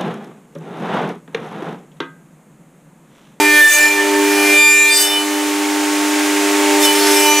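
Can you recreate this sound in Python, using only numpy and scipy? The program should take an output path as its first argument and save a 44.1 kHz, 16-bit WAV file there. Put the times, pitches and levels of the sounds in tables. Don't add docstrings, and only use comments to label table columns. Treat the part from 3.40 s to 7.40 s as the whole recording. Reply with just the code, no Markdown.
import sys
import numpy as np
from scipy.fft import rfft, irfft, next_fast_len
from scipy.io import wavfile
from scipy.ndimage import map_coordinates

SR = 44100
rng = np.random.default_rng(int(sys.argv[2]) if len(sys.argv) > 2 else 0)


def master_out(mix):
    frames = np.transpose(np.atleast_2d(mix))
    ceiling = np.clip(frames, -1, 1)
    pcm = np.round(ceiling * 32767).astype(np.int16)
    wavfile.write(sys.argv[1], SR, pcm)


N = 176400

# (time [s], speed [turns/s])
BIT_SPEED_HZ = [(0, 298.9), (.17, 298.4), (.27, 295.5), (.48, 297.3), (.75, 297), (.95, 298.9),
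                (1.65, 298.3), (2, 299.2), (3.38, 299.2), (3.55, 298.2)]
# (time [s], level [dB], odd re even multiples [dB])
CUT_LEVELS_DB = [
    [(0, -19, 0), (.17, -14.5, -2.5), (.27, -16, -9.5), (.44, -17.5, -3.5), (.6, -24, -22), (.8, -31, -16)],
    [(.85, -22, -8), (1.13, -17.5, 0), (1.25, -18.5, -2.5), (1.6, -18, -4.5), (1.72, -19.5, -8),
     (2.1, -26, -24)],
    [(3.42, -18.5, -4.5), (3.62, -19, -1), (3.78, -15, -2), (4, -16.5, -2)],
]
# (frequency [Hz], relative level per multiple [dB])
BUZZ_SPECTRUM_DB = [(600, -3), (2400, 6), (4000, -1.5), (6000, -2), (10700, -2), (15500, -10)]
# (time [s], level [dB])
SQUEAL_6_DB = [(0, -29), (.08, -15), (.26, -6), (.33, -17.5), (.46, -10.5), (.52, -34), (.6, -14),
               (.68, -31), (1, -30.5), (1.4, -20.5), (1.55, -24), (1.65, -60)]
# (time [s], level [dB])
SQUEAL_8_DB = [(0, -22), (.06, -14.5), (.18, -16.5), (.24, -36), (.3, -26), (.35, -15.5), (.52, -15.5),
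               (.62, -26), (.8, -31), (1.18, -9.5), (1.52, -12.5), (1.63, -52)]
# (start [s], end [s], multiple of bit speed [-], level [dB])
SHORT_SQUEALS = [(0.206, 0.305, 12, -24), (.28, .5, 24, -23), (.305, .375, 22, -20), (0.747, .8, 6, -22.5),
                 (.89, .95, 6, -24), (1.146, 1.29, 12, -24), (1.183, 1.333, 16, -25),
                 (1.179, 1.457, 24, -17.5), (1.48, 1.62, 24, -23), (1.478, 1.595, 12, -21.5),
                 (1.516, 1.624, 16, -17.5), (1.506, 1.65, 28, -18.5), (1.57, 1.76, 18, -26),
                 (1.632, 1.669, 10, -19.5), (1.636, 1.746, 12, -22), (1.71, 1.816, 10, -19),
                 (3.427, 3.458, 12, -21.5), (3.432, 3.47, 18, -20.5), (3.455, 3.517, 10, -15),
                 (3.52, 3.607, 10, -27.5), (3.527, 3.89, 18, -25), (3.747, 4.1, 8, -21.5),
                 (3.8, 3.98, 10, -21), (3.853, 4.1, 20, -21)]
# (centre [s], sigma [s], level [dB])
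CHATTER_SPELLS = [(0.34, 0.046, -18), (1.605, 0.061, -17.5), (3.444, 0.019, -23), (3.676, .13, -25.5)]
# (frequency [Hz], relative level [dB])
CHATTER_SPECTRUM_DB = [(3600, -7), (5500, -8), (6800, 0), (9000, -5.5), (14500, -10)]
# (centre [s], sigma [s], level [dB])
FIBRE_BURSTS = [(0.33, 0.1, -31), (1.62, 0.017, -18.5), (3.447, 0.029, -21.5)]
# (frequency [Hz], relative density [dB])
HISS_SPECTRUM_DB = [(500, -27), (4500, -2.5), (10500, 2), (15500, -6)]
# (time [s], 3rd multiple [dB], 4th multiple [dB], 9th multiple [dB])
HUM_LEVELS_DB = [(0, -17.5, -17, -15), (.15, -22, -27.5, -29), (.32, -41, -39.5, -41),
                 (.43, -28, -32, -29.5), (.62, -23, -20.5, -26.5), (.8, -17, -17.5, -21.5),
                 (1.13, -20, -20, -35), (1.23, -29, -27, -30), (1.58, -32, -28.5, -32),
                 (1.9, -21, -27.5, -29.5), (2.8, -18, -27, -29), (3.05, -19, -22, -27),
                 (3.4, -16.5, -18.5, -22), (3.51, -20.5, -21.5, -19.5), (3.72, -18.5, -15.5, -22.5),
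                 (3.86, -22, -19.5, -16), (4, -21, -24, -24.5)]
# (multiple [-], level [dB])
WEAK_HUM_DB = [(6, -37.5), (7, -39), (8, -38.5), (11, -42), (16, -41.5)]
# (time [s], level [dB])
AIR_LEVEL_DB = [(0, -18), (.2, -29), (.5, -22.5), (.7, -21), (1.14, -20), (1.23, -32), (1.4, -30.5),
                (1.7, -25), (2.1, -22.5), (3.35, -17.5), (3.55, -18.5), (3.73, -17.5), (4, -23.5)]
# (frequency [Hz], relative density [dB])
AIR_SPECTRUM_DB = [(60, -30), (120, -18.5), (200, -23), (290, -1), (530, -1.5), (1300, 0.5), (2100, 3.5),
                   (3000, -0.5), (4300, -5), (7000, -3), (9500, -7), (15500, -16.5)]
# (frequency [Hz], correlation [-])
STEREO_CORRELATION = [(200, .99), (3000, 0.9), (8000, 0.82), (13000, 0.44)]
# (frequency [Hz], left minus right [dB])
BALANCE_DB = [(350, -.8), (1600, -1.4), (5000, 0)]


def bit(turns, speed_hz, top_multiple=52, waver_db=3.5, stutter_db=2.8):
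    (even, odd), rough, squeal_gains = cut_gains(), roughness(), squeals()
    multiples = np.arange(2, top_multiple + 1)
    weights = amp(at_hz(BUZZ_SPECTRUM_DB, multiples * speed_hz.mean()))
    out = 0
    for k, weight in zip(multiples, weights / np.linalg.norm(weights)):
        beat, height = beating(turns, speed_hz, k), k / 20
        waver = unit(amp(waver_db * wobble(11)))
        buzz = weight * (odd if k % 2 else even) * waver * beat
        squeal = squeal_gains.get(k, 0) * beat ** min(height ** 2, 1)
        stutter = unit(amp(stutter_db * rough * min(height, 1) * wobble(70)))
        phase = k * turns + rng.random() + jitter(depth_rad=1.41, rate_hz=3.5)
        phase += rough * np.sqrt(height) * jitter(depth_rad=.42, rate_hz=70)
        out += np.hypot(buzz, squeal) * stutter * tone(phase, k * speed_hz.mean())
    return out


def cut_gains(fade_db_per_s=210):
    t, even, odd = clock(), 0, 0
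    for cut in CUT_LEVELS_DB:
        level_db, odd_db = curves(cut)
        outside_s = np.abs(t - np.clip(t, cut[0][0], cut[-1][0]))
        gain = amp(level_db - fade_db_per_s * outside_s)
        even += gain
        odd += gain * amp(odd_db)
    return even, odd


def squeals(rise_s=.03, fall_s=.05, arch_db=4.5):
    t = clock()
    gains = {6: amp(curves(SQUEAL_6_DB)[0]), 8: amp(curves(SQUEAL_8_DB)[0])}
    for start_s, end_s, k, level_db in SHORT_SQUEALS:
        fade_db = 20 * (np.maximum(start_s - t, 0) / rise_s + np.maximum(t - end_s, 0) / fall_s)
        droop_db = arch_db * np.interp(t, [start_s, end_s], [-1, 1]) ** 2
        gains[k] = np.maximum(gains.get(k, 0), amp(level_db - droop_db - fade_db))
    return gains


def beating(turns, speed_hz, k, share_per_hz2=.19):
    twin_hz = speed_hz.max()
    share = np.clip(share_per_hz2 * (twin_hz - speed_hz) ** 2, 0, .7)
    slip_turns = k * (twin_hz * clock() - turns) + rng.random()
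    return np.sqrt(1 + 2 * share / (1 + share ** 2) * np.cos(2 * np.pi * slip_turns))


def roughness(calm=.34, stretch=2.1):
    spells = sum(swell(centre_s, stretch * sigma_s) for centre_s, sigma_s, _ in CHATTER_SPELLS)
    return np.clip(calm + spells, 0, 1)


def chatter(turns, speed_hz, flutter_db=2.9):
    scrape = 0
    for k in range(10, 52, 2):
        hz = k * speed_hz.mean()
        gain = amp(at_hz(CHATTER_SPECTRUM_DB, hz) + 3 * wobble(70))
        phase = k * turns + rng.random() + jitter(depth_rad=.85, rate_hz=120)
        scrape += gain * tone(phase, hz)
    return swells(CHATTER_SPELLS) * unit(scrape * amp(flutter_db * wobble(80)))


def chip_hiss(chips_db=-13.5, grit_db=3.5, flutter_db=1.73):
    chips = amp(chips_db) * cut_gains()[0] * roughness()
    fibres = unit(amp(grit_db * wobble(500))) * swells(FIBRE_BURSTS)
    return (chips + fibres) * amp(flutter_db * wobble(60)) * noise(HISS_SPECTRUM_DB)


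def chopping(turns, depth=.15):
    return unit(1 + depth * (np.cos(2 * np.pi * turns) + np.cos(4 * np.pi * turns)) / 2)


def motors(base_hz=99.87):
    turns = base_hz * clock() + jitter(depth_rad=.041, rate_hz=5.23)
    third_db, fourth_db, ninth_db = curves(HUM_LEVELS_DB)
    air_db, = curves(AIR_LEVEL_DB)
    levels_db = [(3, third_db), (4, fourth_db + .5 * wobble(9)), (9, ninth_db + wobble(12))]
    levels_db += [(k, db + air_db - air_db.mean() + 3.73 * wobble(7.13)) for k, db in WEAK_HUM_DB]
    return sum(amp(db) * tone(k * turns + rng.random(), k * base_hz) for k, db in levels_db)


def air(chop, treble_from_hz=1500):
    air_db, = curves(AIR_LEVEL_DB)
    rush = amp(air_db) * noise(AIR_SPECTRUM_DB)
    treble = filtered(rush, lambda hz: np.clip(hz / treble_from_hz - 1, 0, 1))
    return rush - treble + chop * treble


def tone(turns, hz):
    shift_rad = spread_rad(hz) * rng.choice([-1, 1])
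    phase_rad = 2 * np.pi * (turns % 1)
    return np.sqrt(2) * np.sin(np.float32([phase_rad + shift_rad, phase_rad - shift_rad]))


def noise(spectrum_db):
    def response(hz):
        return amp(at_hz(spectrum_db, hz)) * [np.cos(spread_rad(hz)), np.sin(spread_rad(hz))]
    mid, side = filtered(rng.standard_normal((2, N)), response)
    return unit(np.array([mid + side, mid - side]))


def spread_rad(hz):
    return np.arccos(np.clip(at_hz(STEREO_CORRELATION, hz), 0, 1)) / 2


def swell(centre_s, sigma_s):
    return np.exp(-.5 * ((clock() - centre_s) / sigma_s) ** 2)


def swells(rows):
    return sum(amp(db) * swell(centre_s, sigma_s) for centre_s, sigma_s, db in rows)


def wobble(rate_hz):
    coarse_s = clock()[::32]
    knots = rng.standard_normal(4096)
    return np.interp(clock(), coarse_s, map_coordinates(knots, [coarse_s * rate_hz], mode="wrap"))


def jitter(depth_rad, rate_hz):
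    return depth_rad * wobble(rate_hz) / (2 * np.pi)


def filtered(x, response):
    size = next_fast_len(N + SR // 4)
    return irfft(rfft(x, size) * response(np.fft.rfftfreq(size, 1 / SR)), size)[..., :N]


def curves(rows):
    times_s, *columns = np.transpose(rows)
    return [np.interp(clock(), times_s, column) for column in columns]


def at_hz(rows, hz):
    knots_hz, values = np.transpose(rows)
    return np.interp(np.log(hz + 1), np.log(knots_hz + 1), values)


def clock():
    return np.arange(N) / SR


def amp(db):
    return np.exp(np.asarray(db) * (np.log(10) / 20))


def unit(x):
    return x / np.sqrt(np.mean(x ** 2) + 1e-20)


def scene():
    speed_hz, = curves(BIT_SPEED_HZ)
    turns = np.cumsum(speed_hz) / SR
    chop = chopping(turns)
    machine = motors() + chop * chip_hiss() + air(chop) + bit(turns, speed_hz) + chatter(turns, speed_hz)
    return filtered(machine, lambda hz: amp(np.outer([.5, -.5], at_hz(BALANCE_DB, hz))))


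def record(dry, top_hz=15750):
    return filtered(np.clip(dry, -1, 1), lambda hz: hz < top_hz)


dry = scene()
out = record(dry)
master_out(out)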